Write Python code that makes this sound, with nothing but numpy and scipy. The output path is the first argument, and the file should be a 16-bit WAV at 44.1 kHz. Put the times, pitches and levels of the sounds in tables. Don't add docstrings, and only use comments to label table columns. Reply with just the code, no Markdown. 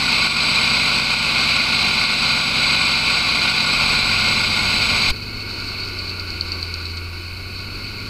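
import sys
import numpy as np
from scipy import signal
from scipy.io import wavfile
from scipy.ndimage import uniform_filter1d

SR = 44100
rng = np.random.default_rng(int(sys.argv[2]) if len(sys.argv) > 2 else 0)


def boost_factor(decibels):
    exponent = np.asarray(decibels, float) / 20
    return 10 ** exponent


def bounce(signal):
    frames = np.transpose(np.atleast_2d(signal))
    limited = np.clip(frames, -1, 1)
    pcm = np.round(limited * 32767).astype(np.int16)
    wavfile.write(sys.argv[1], SR, pcm)


N = 356769


def seconds():
    return np.arange(N) / SR


def curve(rows):
    times, values = np.transpose(rows)
    return np.interp(seconds(), times, values)


def evened(x):
    return x / np.sqrt(np.mean(x ** 2) + 1e-20)


def wander(rate_hz, step):
    f = np.geomspace(rate_hz / 10, rate_hz, 16)[:, None]
    t = np.arange(0, N + 256, 256) / SR
    sines = np.sin(2 * np.pi * (f * t + rng.random(f.shape))) / np.sqrt(f)
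    return np.interp(np.arange(0, N, step) / SR, t, evened(sines.sum(0)))


def drift(rate_hz):
    return wander(rate_hz, step=1)


def band(x, lo_hz, hi_hz):
    return signal.sosfilt(signal.butter(3, [lo_hz, hi_hz], "band", fs=SR, output="sos"), x)


def through(x, air, case, leak_db):
    hz = np.abs(np.fft.fftfreq(8192, 1 / SR)) + 1
    power = boost_factor(leak_db) ** 2
    for centre, width, db in case:
        power = power + boost_factor(db) ** 2 / (1 + (2 * (hz - centre) / width) ** 2) ** 2
    air_hz, air_db = np.transpose(air)
    air_gain = boost_factor(np.interp(np.log(hz), np.log(air_hz), air_db))
    log_gain = np.log(power) / 2 + np.log(air_gain)
    taps = np.fft.ifft(np.exp(np.conj(signal.hilbert(log_gain)))).real[:4096]
    return signal.oaconvolve(x, taps / np.linalg.norm(taps))[:len(x)]


def turbulence(patchy_db, tilt_db):
    frames, hz = N // 128 + 5, np.fft.rfftfreq(512, 1 / SR)
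    real, imag, patches = rng.standard_normal((frames, 257, 3)).T
    patches = uniform_filter1d(patches, size=8, axis=0)
    patches = evened(uniform_filter1d(patches, size=20, axis=1))
    tilt = np.interp(np.arange(frames) * 128, np.arange(N), tilt_db)
    slope = np.outer(hz / 6600.0, tilt)
    spectrum = (real + 1j * imag) * boost_factor(patchy_db * patches + slope)
    return evened(signal.istft(spectrum, nperseg=512, noverlap=384)[1][:N])


def orders(turns, table, unsteady_db):
    low = 0
    for multiple, db in table:
        level = boost_factor(db + unsteady_db * wander(5, step=8))
        low = low + level * np.sin(2 * np.pi * (multiple * turns[::8] + rng.random()))
    return np.sqrt(2) * signal.resample_poly(low, 8, 1)[:N]


# (time [s], full firing cycles [Hz])
NEAR_SPEED = [
    (0, 16.25),
    (1.25, 16.3),
    (1.7, 15.9),
    (2.5, 15.9),
    (2.8, 16.1),
    (3.3, 16.0),
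    (3.7, 15.65),
    (4.6, 15.5),
    (5.1, 15.3),
]


def near_crank():
    speed_hz = curve(NEAR_SPEED)
    return np.cumsum(speed_hz) / SR, speed_hz


# (time [s], level [dB])
ROAR = [(0, -18), (.6, -16), (1, -17.5), (1.6, -16.5), (2.3, -17.5), (2.7, -16), (3.5, -17.5), (4.1, -16.5),
        (4.6, -18), (5.1, -17.5)]
# (frequency [Hz], level [dB])
ROAR_AIR = [(20, -18), (80, -7), (250, -5), (350, -8.5), (800, -7.5), (1800, -17.5), (5000, -11.5),
            (7000, -23.5), (15000, -36)]
# (frequency [Hz], width [Hz], level [dB])
NEAR_CASE = [(755, 100, -15.5), (904, 47, -7.5), (1024, 85, -6.5), (1134, 182, 0), (1446, 184, 5.5),
             (2175, 168, 10), (2427, 347, 11.5), (2690, 280, 2.5), (3023, 360, 1), (3605, 470, -0.5),
             (4028, 384, 6), (4350, 250, 2), (4617, 307, 4.5), (4920, 160, -3), (5250, 380, -8),
             (5910, 270, -10.5), (6570, 210, -6), (6790, 170, -5.5), (8080, 1020, -5), (9400, 620, -9),
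             (10360, 940, -12), (12600, 900, -10)]


def exhaust_roar(cycle):
    effort_db = curve(ROAR)
    gate_db = 0.2 * np.sin(cycle) + 0.47 * np.sin(2 * cycle + 1) + 0.5 * np.sin(3 * cycle + 2)
    gate_db = gate_db + 0.52 * drift(60)
    tilt_db = 0.59 * (-16.5 - effort_db)
    gusts = turbulence(patchy_db=0.35, tilt_db=tilt_db) * boost_factor(gate_db)
    return evened(through(gusts, ROAR_AIR, NEAR_CASE, leak_db=-13.5)) * boost_factor(effort_db - 0.08)


# (multiple of the cycle [1], level [dB rms])
NEAR_ORDERS = [(1, -56), (2, -48), (2.5, -53), (3, -45), (4, -45), (5, -52), (6, -44), (7, -54), (8, -43),
               (9, -44), (10, -42), (11, -52), (12, -47), (12.5, -54), (13, -45), (13.5, -51), (14, -41),
               (14.5, -55), (15, -44), (16, -48), (17, -53), (18, -56), (19, -54), (21, -53)]


def crank_orders(turns):
    return boost_factor(1) * orders(turns, NEAR_ORDERS, unsteady_db=1.3)


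# (multiple of the cycle [1], level [dB rms])
GEAR_ORDERS = [(33, -58), (36, -51), (39, -53), (42, -56), (45, -52), (48, -48), (54, -52), (55, -51),
               (56, -48), (57, -50), (70, -49), (90, -46)]


def gear_orders(turns):
    return boost_factor(-1) * orders(turns, GEAR_ORDERS, unsteady_db=2.5)


# (time [s], level [dB])
TURBO = [(0, -44.5), (.5, -38.5), (1, -45.5), (1.9, -54), (2.2, -45), (2.5, -43), (2.8, -39), (3.55, -51),
         (3.72, -41), (4.7, -43), (5.1, -43)]


def turbocharger(cycle, speed_hz):
    sag_hz = 16.3 - speed_hz
    whistle_hz = 7930 - 72 * sag_hz + 14 * np.sin(cycle) + 5 * drift(12)
    spin = 2 * np.pi * np.cumsum(whistle_hz) / SR
    lower = np.sin(spin) * boost_factor(6.5 * np.sin(cycle + 1.6) + 2 * drift(30))
    upper = np.sin(spin + 3.5 * cycle) * boost_factor(5.5 * np.sin(cycle - 0.9) + 2.5 * drift(30))
    whistles = evened(lower) * boost_factor(curve(TURBO)) + evened(upper) * boost_factor(-43.5)
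    intake_db = -66.5 + 23.5 * sag_hz + 4 * np.sin(cycle) + 2.5 * drift(30)
    return whistles + np.sin(spin * 5 / 6) * boost_factor(intake_db)


# (time [s], step [dB])
DUCKS = [(.27, -4.5), (1.0, -2.5), (1.14, -2.5), (1.57, -2), (1.9, -1), (2.055, -3), (2.41, -3.5),
         (2.75, -1.5), (2.93, -2), (3.19, -1.5), (3.52, -2), (4.0, -2.5), (4.41, -2)]


def ducking():
    t = seconds()
    gain_db = np.zeros(N)
    for start, step_db in DUCKS:
        attack = np.clip((t - start) / 0.011, 0, 1)
        gain_db += step_db * np.exp(-np.maximum(t - start, 0) / 0.12) * attack
    return boost_factor(gain_db)


def near_camera():
    turns, speed_hz = near_crank()
    cycle = 2 * np.pi * turns
    engine = exhaust_roar(cycle) + crank_orders(turns) + gear_orders(turns)
    hiss = boost_factor(-52) * rng.standard_normal(N)
    return (engine + turbocharger(cycle, speed_hz) + hiss) * ducking()


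# (time [s], firing rate [Hz])
FAR_SPEED = [
    (3.75, 94.6),
    (4.15, 95),
    (4.6, 99),
    (5.35, 102),
    (5.85, 95),
    (6.4, 87),
    (6.9, 84.2),
    (7.25, 87.4),
    (7.87, 98.9),
    (8.09, 102),
]
# (sixths of firing [1], level [dB rms])
FAR_ORDERS = [(1, -52), (2, -46), (3, -48), (4, -47), (5, -52), (7, -55), (7.5, -55), (8, -55), (9, -55),
              (10, -54), (12, -50), (13, -60), (14, -51), (15, -55), (16, -59), (20, -58), (22, -59),
              (24, -59), (25, -57), (26, -57)]


def far_drone():
    firing_hz = curve(FAR_SPEED)
    turns = np.cumsum(firing_hz) / (6 * SR)
    firing_gain = boost_factor(-37 + 0.27 * (102 - firing_hz))
    firing = firing_gain * orders(turns, [(6, 0)], unsteady_db=0.8)
    side_gain = boost_factor(0.3 * (firing_hz - 93))
    return firing + side_gain * orders(turns, FAR_ORDERS, unsteady_db=1.5)


# (frequency [Hz], level [dB])
GRIND_AIR = [(20, 9), (60, 5), (130, -6.5), (260, -0.5), (380, 1), (450, -5), (600, -10), (1800, -20.5),
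             (4500, -16), (6000, -29), (9000, -32.5)]
# (frequency [Hz], width [Hz], level [dB])
FAR_CASE = [(958, 120, -6), (1141, 146, 1), (1443, 200, 7.5), (1980, 200, -6.5), (2218, 177, 10.5),
            (2474, 255, 9), (2664, 160, 6), (2975, 130, 2.5), (3780, 180, -10), (4100, 450, 0.5),
            (4430, 300, 6), (4700, 180, 4), (5010, 120, -9), (5220, 260, -2.5), (5570, 160, -6),
            (6100, 300, -5.5), (6670, 160, -5), (7950, 130, -7), (8250, 200, -5.5)]


def through_far_case(x, leak_db):
    return through(x, GRIND_AIR, FAR_CASE, leak_db)


# (time [s], level [dB])
GRIND = [(5.2, -1.5), (5.6, 2), (5.85, 1.5), (6.23, 0), (6.64, 0.5), (7.09, -2.5), (7.55, -2), (7.72, -1),
         (7.85, -0.5), (8.08, -1)]


def grinding():
    bite_db = curve(GRIND)
    wash = turbulence(patchy_db=0.7, tilt_db=np.zeros(N)) * boost_factor(-31.5 + bite_db)
    grain_gain = boost_factor(0.93 * np.minimum(rng.exponential(1, N), 5))
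    struck = rng.random(N) < 2500 / SR
    grains = grain_gain * struck * rng.choice([-1, 1], N)
    rattle_gain = boost_factor(-30 + 2.1 * bite_db + 1.6 * drift(25))
    rattle = band(evened(grains), 3600, 9000) * rattle_gain
    return through_far_case(wash + rattle, leak_db=-13)


# (frequency [Hz], level [dB])
WHINES = [(6810, -73), (7300, -86), (8242, -82), (10557, -74), (11407, -70), (11579, -81), (12430, -91),
          (13625, -90), (15154, -93)]


def far_electronics():
    t = seconds()
    whines = sum(boost_factor(db + 1) * np.sin(2 * np.pi * hz * t) for hz, db in WHINES)
    return whines + boost_factor(-50.5) * rng.standard_normal(N)


def bump():
    t = seconds()

    def pulse(centre_s, width_s):
        return np.exp(-((t - centre_s) / width_s) ** 2)

    push = -0.22 * pulse(5.1135, 0.0035) - 0.15 * pulse(5.099, 0.007) + 0.05 * pulse(5.121, 0.003)
    tick = boost_factor(-19) * pulse(5.104, 0.0005) * rng.choice([-1.0, 1.0], N)
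    scuff = boost_factor(-34) * pulse(5.098, 0.004) * rng.standard_normal(N)
    return push + band(tick + scuff, 4500, 15000)


# (time [s], ping peak [dB], bright snap [dB])
KNOCKS = [(5.224, -24, -34), (5.4025, -28, -32), (5.4899, -22, -32), (5.5994, -26, -32), (5.686, -18, -28),
          (5.7994, -25, -30), (5.885, -20, -26), (5.9873, -19, -29), (6.0911, -30, -31), (6.1958, -13, -29),
          (6.3025, -15, -27), (6.4093, -7.5, -23), (6.5181, -12, -22), (6.6272, -12, -23),
          (6.7392, -15.5, -18), (6.8532, -22, -26), (6.969, -32, -24)]


def knocks():
    out, t = np.zeros(N + 8000), np.arange(5000) / SR
    since_peak = t - 0.0018
    burst = np.exp(-(since_peak / 0.0009) ** 2)
    first_s = KNOCKS[0][0]
    for start, ping_db, snap_db in KNOCKS:
        snap, spray = rng.standard_normal((2, len(t)))
        ping_hz = 4460 + 55 * rng.standard_normal()
        ping = boost_factor(ping_db) * burst * np.sin(2 * np.pi * (ping_hz * t + 9e4 * since_peak ** 2))
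        snap = band(snap * burst, 5250, 8700)
        snap = boost_factor(snap_db + 10) * snap / np.abs(snap).max()
        spray_db = -22.5 + 1.5 * (start - first_s) - 60 * t / 0.077
        spray = band(spray, 3160, 10500) * boost_factor(spray_db) * np.clip(t / 0.0039, 0, 1)
        out[round(start * SR):][:len(t)] += ping + through_far_case(snap + spray, leak_db=-16)
    return out[:N]


def far_camera():
    return far_drone() + grinding() + knocks() + far_electronics()


def scene():
    t = seconds()
    near = near_camera() * np.clip((5.119 - t) / 0.014, 0, 1)
    far = far_camera() * np.clip((t - 3.74) / 0.019, 0, 1)
    return (near + far + bump())[None]


def roll_off(x):
    return signal.sosfilt(signal.butter(12, 15560, fs=SR, output="sos"), x)


def record(dry):
    edge = signal.firwin(2047, 15290, window=("kaiser", 9), fs=SR)
    mix = signal.oaconvolve(dry, edge[None], "same")
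    return roll_off(mix)


dry = scene()
out = record(dry)
bounce(out)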